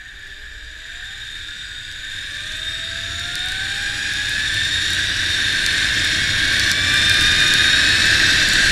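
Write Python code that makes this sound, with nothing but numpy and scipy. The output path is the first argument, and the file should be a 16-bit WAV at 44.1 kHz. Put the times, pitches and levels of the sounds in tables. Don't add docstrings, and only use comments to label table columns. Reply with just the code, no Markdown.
import sys
import numpy as np
from scipy import signal
from scipy.fft import rfft, irfft, next_fast_len
from scipy.io import wavfile
from scipy.ndimage import uniform_filter1d

SR = 44100
rng = np.random.default_rng(int(sys.argv[2]) if len(sys.argv) > 2 else 0)


def gain_from_decibels(decibels):
    exponent = np.asarray(decibels, float) / 20
    return 10 ** exponent


def persist_wave(psi):
    counts = np.round(np.clip(psi, -1, 1) * 32767).astype(np.int16)
    wavfile.write(sys.argv[1], SR, np.atleast_2d(counts).T)


N = 384111
T = np.arange(N) / SR
SIZE = next_fast_len(N, True)

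# time_s, strands_crossed_hz
STRAND_CLIMB = [(0, 225), (1.45, 444), (2.9, 661), (4.35, 864), (5.8, 1046), (7.26, 1213), (8.71, 1346)]
SURGE_HZ, SURGE_DIES_S = 29.6, 6.8
SURGE_PEAK_S, SURGE_S, QUICKEN_PER_S2 = 2.611, 1.166, .0083
TILT_LAG_TURNS = .25
TILT_BUILDS_S = 1.6
FULL_HZ = 1300

# multiple_of_strand_rate, into_harness_db, into_buckle_db, into_frame_db
WHINE_PARTIALS = [(1, 0, 0, -30), (2, -2.5, -10, 0), (3, -7, -15, -7), (4, -10, -14, -11.5)]
WHINE_DB_PER_HALVING = -8
NOTCH_HZ, NOTCH_WIDTH_HZ, NOTCH_DB = 960, 75, -11
# pitch_hz, width_hz, full_speed_level_db
HARNESS_MODES = [(297, 156, -47), (410, 150, -54), (722, 345, -40)]
BUCKLE_MODES = [(1222, 240, -36.5)]
FRAME_MODES = [(1470, 220, -28), (1710, 480, -22), (2430, 800, -27.5), (2877, 331, -30), (3278, 295, -25),
               (3660, 520, -12.5)]

# time_s, rolling_noise_db
WHEEL_LOAD = [(0.0, -39.5), (0.72, -39), (0.92, -36), (1.96, -36), (2.11, -33.5), (3.23, -30.5),
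              (3.69, -27.5), (5.36, -23), (5.85, -20.5), (5.94, -23), (5.97, -20.5), (6.26, -22),
              (6.7, -19.5), (6.74, -23.5), (6.94, -19.5), (8.42, -17), (8.44, -19), (8.71, -17)]
# multiple_of_strand_rate, level_against_roar_db
UPPER_TONES = [(7.6, -19), (9.5, -19), (5, -18), (5.65, -17), (6.85, -19), (8, -21)]
# level_against_load_db, share_of_load, slope_db_per_halving, bend_db_per_halving_squared
MODE_GROUPS = [(-0.26, 1.095, 0.78, 0.35), (-7.5, 0.86, 10, -5), (-2.5, 0.88, -1.5, -0.5),
               (-14, 0.77, .5, -1.5)]
# pitch_hz, width_hz, level_db, full_tilt_shift_hz, full_tilt_gain_db, gain_db_per_halving
LOW_RING = [(1166, 360, -22.5, -4, -1.5, -0.5), (1590, 137, 3.5, -2, -0.5, 1),
            (1733, 229, 1.5, -18, -0.5, 4), (1867, 330, -4.5, -2, 1, -2)]
HIGH_RING = [(3690, 105, 0, 0, 0, 1), (3590, 120, -3.5, 0, 0, -.5), (3400, 250, -14, 0, 0, 0)]
BROAD_HISS = [(2160, 154, -1.5, 0, 1, 4.5), (2347, 214, 0, 6, 0, 6.5), (2620, 570, -1.5, 0, 0.5, 4.5),
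              (3350, 1080, -0.5, 0, 0.5, 5.5), (3990, 380, 1, -2, 0.5, 4.5), (4333, 390, 2.5, 2, -0.5, -2),
              (4740, 350, -7, 50, 5.5, 7), (5150, 390, -3, 8, 0, 1), (5495, 340, -2.5, 60, 1.5, 0.5),
              (5880, 680, -7, 0, 0, 3)]
SIZZLE = [(6950, 510, 4, -110, 2, 2.5), (7100, 580, -8, 100, 12, 1), (7820, 420, -4.5, 140, 8, 3),
          (8200, 520, -4.5, -50, -4, 1.1), (8600, 3600, -5.5, 0, 3.5, -1.7), (9900, 2200, -9.5, 0, 2, 0),
          (11500, 510, -28, -1.5, 2.5, 9), (12400, 2100, -26, 0, 2.5, 5.5), (14500, 2000, -41, 0, -2, -2)]
# time_s, swell_db
RING_SWELLS = [
    (.5, -1),
    (1.15, 1),
    (1.7, -1),
    (3.45, 0),
    (4, -6),
    (4.8, 2.5),
    (5.4, 1.5),
    (6.25, -0.5),
    (7.26, -2.5),
    (8.35, 1),
]

# pitch_hz, density_db_per_hz
ROAR_COLOUR = [(65, -38), (110, -1), (135, -5), (204, -6), (249, -7), (303, -3), (409, -13.5), (551, -15),
               (637, -11.5), (900, -23.5), (1300, -16), (1690, -96), (2860, -120)]
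BUFFET_COLOUR = [(45, -41), (60, -9), (95, 4.5), (115, -5), (140, -11), (200, -20.5)]
THUD_COLOUR = [(8, -19), (14, -4), (45, -12), (62, -7), (80, -45)]
ROAR_DB, ROAR_DB_PER_HALVING, BREEZE_DB = -31.5, -17, -60.5
BUFFET_DB, BUFFET_DB_PER_HALVING = -32, -11
THUD_DB, THUD_DB_PER_HALVING, SWAY_DB = -34, -10, -43.5
GUST_S = 0.17
# time_s, swell_db
GUSTS = [
    (.1, 5),
    (1.8, 1),
    (2.7, 0.5),
    (3.2, 5.5),
    (4.5, 3.5),
    (5.7, -2.5),
    (6.3, 4.5),
    (7.05, 5.5),
    (7.8, -3.5),
    (8.6, -2),
]
# time_s, swell_db
JOLTS = [
    (.55, 4.5),
    (3.2, -3),
    (4.5, 0),
    (5.4, -1),
    (5.8, 2.5),
    (6.3, -1),
    (6.85, -5),
    (7.3, 0.5),
    (8.7, 3.5),
]

# time_s, strand_rate_hz, level_db
NEIGHBOUR = [
    (0, 358, -85),
    (.2, 388, -62),
    (.35, 398, -64),
    (.45, 420, -61),
    (.7, 462, -68),
    (.92, 467, -65),
    (1.1, 478, -68),
    (1.25, 500, -84),
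    (1.6, 510, -99),
]

# start_s, peak_db, dull_part_db
LARGE_DROPS = [(1.278, -39, 0), (1.3551, -37, -7), (1.9152, -36, 6), (1.9245, -36, 6), (2.5217, -33, 8),
               (2.5699, -31, -11), (3.1968, -26, -2), (3.3553, -19, 3), (3.4597, -26, -11),
               (3.4863, -25, 4), (3.5201, -24, 3), (3.8245, -26, -5), (4.1366, -24, -3), (4.2942, -19, -11),
               (4.5441, -22, -1), (4.9051, -21, -8), (4.934, -19, -4), (4.9495, -23, -2),
               (5.6633, -14.5, 6), (6.048, -17, -10), (6.5965, -14.5, 5), (6.7158, -11, 4),
               (6.9402, -16, -6), (7.0969, -11, -2), (7.1426, -19, 3), (7.2105, -16, 1), (7.4053, -19, -1),
               (7.5383, -10, 2), (8.4889, -14, -8), (8.5357, -14, -13)]
# pitch_hz, level_db, t60_s
SHELL_MODES = [(4750, -3, .005), (5450, -4, .003), (6200, -1, .003), (7700, 1, .003), (9200, 1, .0025),
               (10800, -5, .0025), (12600, -8, .002), (14400, -11, .002)]
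MIST_PER_S, MIST_DB = 100, -3
DRIZZLE_PER_S, DRIZZLE_DB = 5, 14


def evened(x):
    return x / np.sqrt(np.mean(x ** 2) + 1e-20)


def curves(rows):
    s, *columns = np.transpose(rows)
    return [np.interp(T, s, column) for column in columns]


def wander(hz):
    coarse = rng.standard_normal(N // 16 + 2)
    lowpass = signal.butter(2, hz, fs=SR / 16, output="sos")
    smooth = signal.sosfilt(lowpass, coarse)
    return np.interp(np.arange(N) / 16, np.arange(len(coarse)), evened(smooth))


def bumps(rows, t):
    return sum(db * np.exp(-((t - s) / GUST_S) ** 2) for s, db in rows)


def swing(t):
    since = t - SURGE_PEAK_S
    return since / SURGE_S + QUICKEN_PER_S2 * since ** 2


def strand_rate(t):
    surge = SURGE_HZ * np.exp(-t / SURGE_DIES_S) * np.cos(2 * np.pi * swing(t))
    return np.interp(t, *np.transpose(STRAND_CLIMB)) + surge


def halvings(t):
    return np.log2(FULL_HZ / strand_rate(t))


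def carried(modes, pitch):
    return sum(gain_from_decibels(2 * db) / (1 + (2 * (pitch - hz) / width) ** 2) ** 4 for hz, width, db in modes)


def whine():
    turns = np.cumsum(strand_rate(T) * (1 + .004 * wander(40))) / SR
    t = T[::64]
    bodies = [HARNESS_MODES, BUCKLE_MODES, FRAME_MODES]
    out = 0
    for k, *shares_db in WHINE_PARTIALS:
        pitch = k * strand_rate(t)
        power = sum(gain_from_decibels(2 * db) * carried(modes, pitch) for modes, db in zip(bodies, shares_db))
        notch_db = NOTCH_DB * np.exp(-((pitch - NOTCH_HZ) / NOTCH_WIDTH_HZ) ** 2)
        level = np.sqrt(2 * power) * gain_from_decibels(notch_db + WHINE_DB_PER_HALVING * halvings(t))
        tone = np.sin(2 * np.pi * k * turns)
        out = out + np.interp(T, t, level) * gain_from_decibels(1.5 * wander(8)) * tone
    return out


def group_db(group, t):
    db, share, slope_db, bend_db = group
    s, load_db = np.transpose(WHEEL_LOAD)
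    below_db = np.interp(t, s, load_db) - load_db[-1]
    slower = halvings(t)
    return load_db[-1] + db + share * below_db + slope_db * slower + bend_db * slower ** 2


def ring(modes, hz, t):
    tilt = np.cos(2 * np.pi * (swing(t) - TILT_LAG_TURNS)) * np.minimum(t / TILT_BUILDS_S, 1)
    slower = halvings(t)
    power = 0
    for f, width, db, shift, tilt_db, slower_db in modes:
        away = 2 * (hz[:, None] - f - shift * tilt) / width
        power = power + gain_from_decibels(2 * (db + tilt_db * tilt + slower_db * slower)) / (1 + away ** 2) ** 2
    return np.sqrt(power / power.mean(0))


def strand_knocks():
    rate = strand_rate(T)
    turns = np.cumsum(rate * (1 + .006 * wander(50))) / SR
    out = 0
    for k, db in UPPER_TONES:
        carry = 1 / (1 + ((k * rate - 3670) / 330) ** 2)
        out = out + carry * gain_from_decibels(db + wander(2.2)) * np.sin(2 * np.pi * k * turns)
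    return out


def rolling():
    knocks = strand_knocks()
    unsteady = gain_from_decibels(0.54 * wander(220) + 0.067 * wander(9.1))
    drive = (rng.standard_normal(N) + knocks) * unsteady
    hz, t, z = signal.stft(drive, SR, nperseg=1024, noverlap=768)
    modes_in_groups = [LOW_RING, HIGH_RING, BROAD_HISS, SIZZLE]
    swells_db = [0, bumps(RING_SWELLS, t), 0, 0]
    power = 0
    for modes, group, swell_db in zip(modes_in_groups, MODE_GROUPS, swells_db):
        power = power + (gain_from_decibels(group_db(group, t) + swell_db) * ring(modes, hz, t)) ** 2
    patches = uniform_filter1d(rng.standard_normal(z.shape), 12, 0)
    patches = uniform_filter1d(patches, 50, 1)
    flicker_db = 1.1 * rng.standard_normal(len(t))
    hiss = hz[:, None] > 4200
    power *= gain_from_decibels(2 * (1.5 * evened(patches) + flicker_db) * hiss)
    return signal.istft(z * np.sqrt(power), SR, nperseg=1024, noverlap=768)[1][:N]


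def shaped(points, x):
    f, db = np.transpose(points)
    hz = np.fft.rfftfreq(SIZE, 1 / SR)
    gain = gain_from_decibels(np.interp(np.log(hz + 1), np.log(f + 1), db, left=-90, right=-90))
    return evened(irfft(rfft(x, SIZE) * gain, SIZE)[:N])


def wind():
    t = T[::64]
    slower = halvings(t)
    roar = np.hypot(gain_from_decibels(ROAR_DB + ROAR_DB_PER_HALVING * slower), gain_from_decibels(BREEZE_DB))
    buffet = gain_from_decibels(BUFFET_DB + BUFFET_DB_PER_HALVING * slower + bumps(GUSTS, t))
    thuds = np.hypot(gain_from_decibels(THUD_DB + THUD_DB_PER_HALVING * slower), gain_from_decibels(SWAY_DB)) * gain_from_decibels(bumps(JOLTS, t))
    out = 0
    for colour, level in [(ROAR_COLOUR, roar), (BUFFET_COLOUR, buffet), (THUD_COLOUR, thuds)]:
        out = out + shaped(colour, rng.standard_normal(N)) * np.interp(T, t, level)
    return out


def neighbour():
    hz, db = curves(NEIGHBOUR)
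    turns = np.cumsum(hz * (1 + 0.0173 * wander(25))) / SR
    tone = np.sin(2 * np.pi * turns) + gain_from_decibels(-9) * np.sin(4 * np.pi * turns)
    return np.sqrt(2) * gain_from_decibels(db + 4.4 * wander(29)) * tone


def drops():
    t = np.arange(400) / SR
    rise = 1 - np.exp(-t / .00008)
    rings = np.array([rise * gain_from_decibels(db - 60 * t / t60) * np.sin(2 * np.pi * hz * t)
                      for hz, db, t60 in SHELL_MODES])
    sizzle_db = group_db(MODE_GROUPS[-1], T)
    mist = gain_from_decibels(sizzle_db + MIST_DB + 4 * np.minimum(rng.exponential(1, N), 4))
    mist = mist * (rng.random(N) < MIST_PER_S / SR)
    out = signal.oaconvolve(mist, rings[5:].sum(0))[:N]
    drizzle = gain_from_decibels(sizzle_db + DRIZZLE_DB + rng.normal(0, 2.5, N))
    drizzle = drizzle * (rng.random(N) < DRIZZLE_PER_S / SR)
    out += signal.oaconvolve(drizzle, rings[3:].sum(0))[:N]
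    colours = rng.normal(0, 0.53, (len(LARGE_DROPS), len(SHELL_MODES)))
    dull = np.arange(len(SHELL_MODES)) < 3
    for (s, db, dull_db), colour in zip(LARGE_DROPS, colours):
        tick = gain_from_decibels(db + 6.5 + colour + dull_db * dull) @ rings
        start = round(s * SR)
        out[start:][:len(t)] += tick[:N - start]
    return out


def scene():
    mix = whine() + rolling() + wind() + neighbour() + drops()
    return mix[None]


def top_cut(x):
    return signal.sosfilt(signal.butter(12, 16270, fs=SR, output="sos"), x)


def record(dry):
    lower, upper = [signal.firwin(511, hz, window=("kaiser", 8), fs=SR) for hz in (15230, 15830)]
    edge = lower + gain_from_decibels(-26) * (upper - lower)
    mix = signal.oaconvolve(dry, edge[None], "same")
    return top_cut(mix)


dry = scene()
out = record(dry)
persist_wave(out)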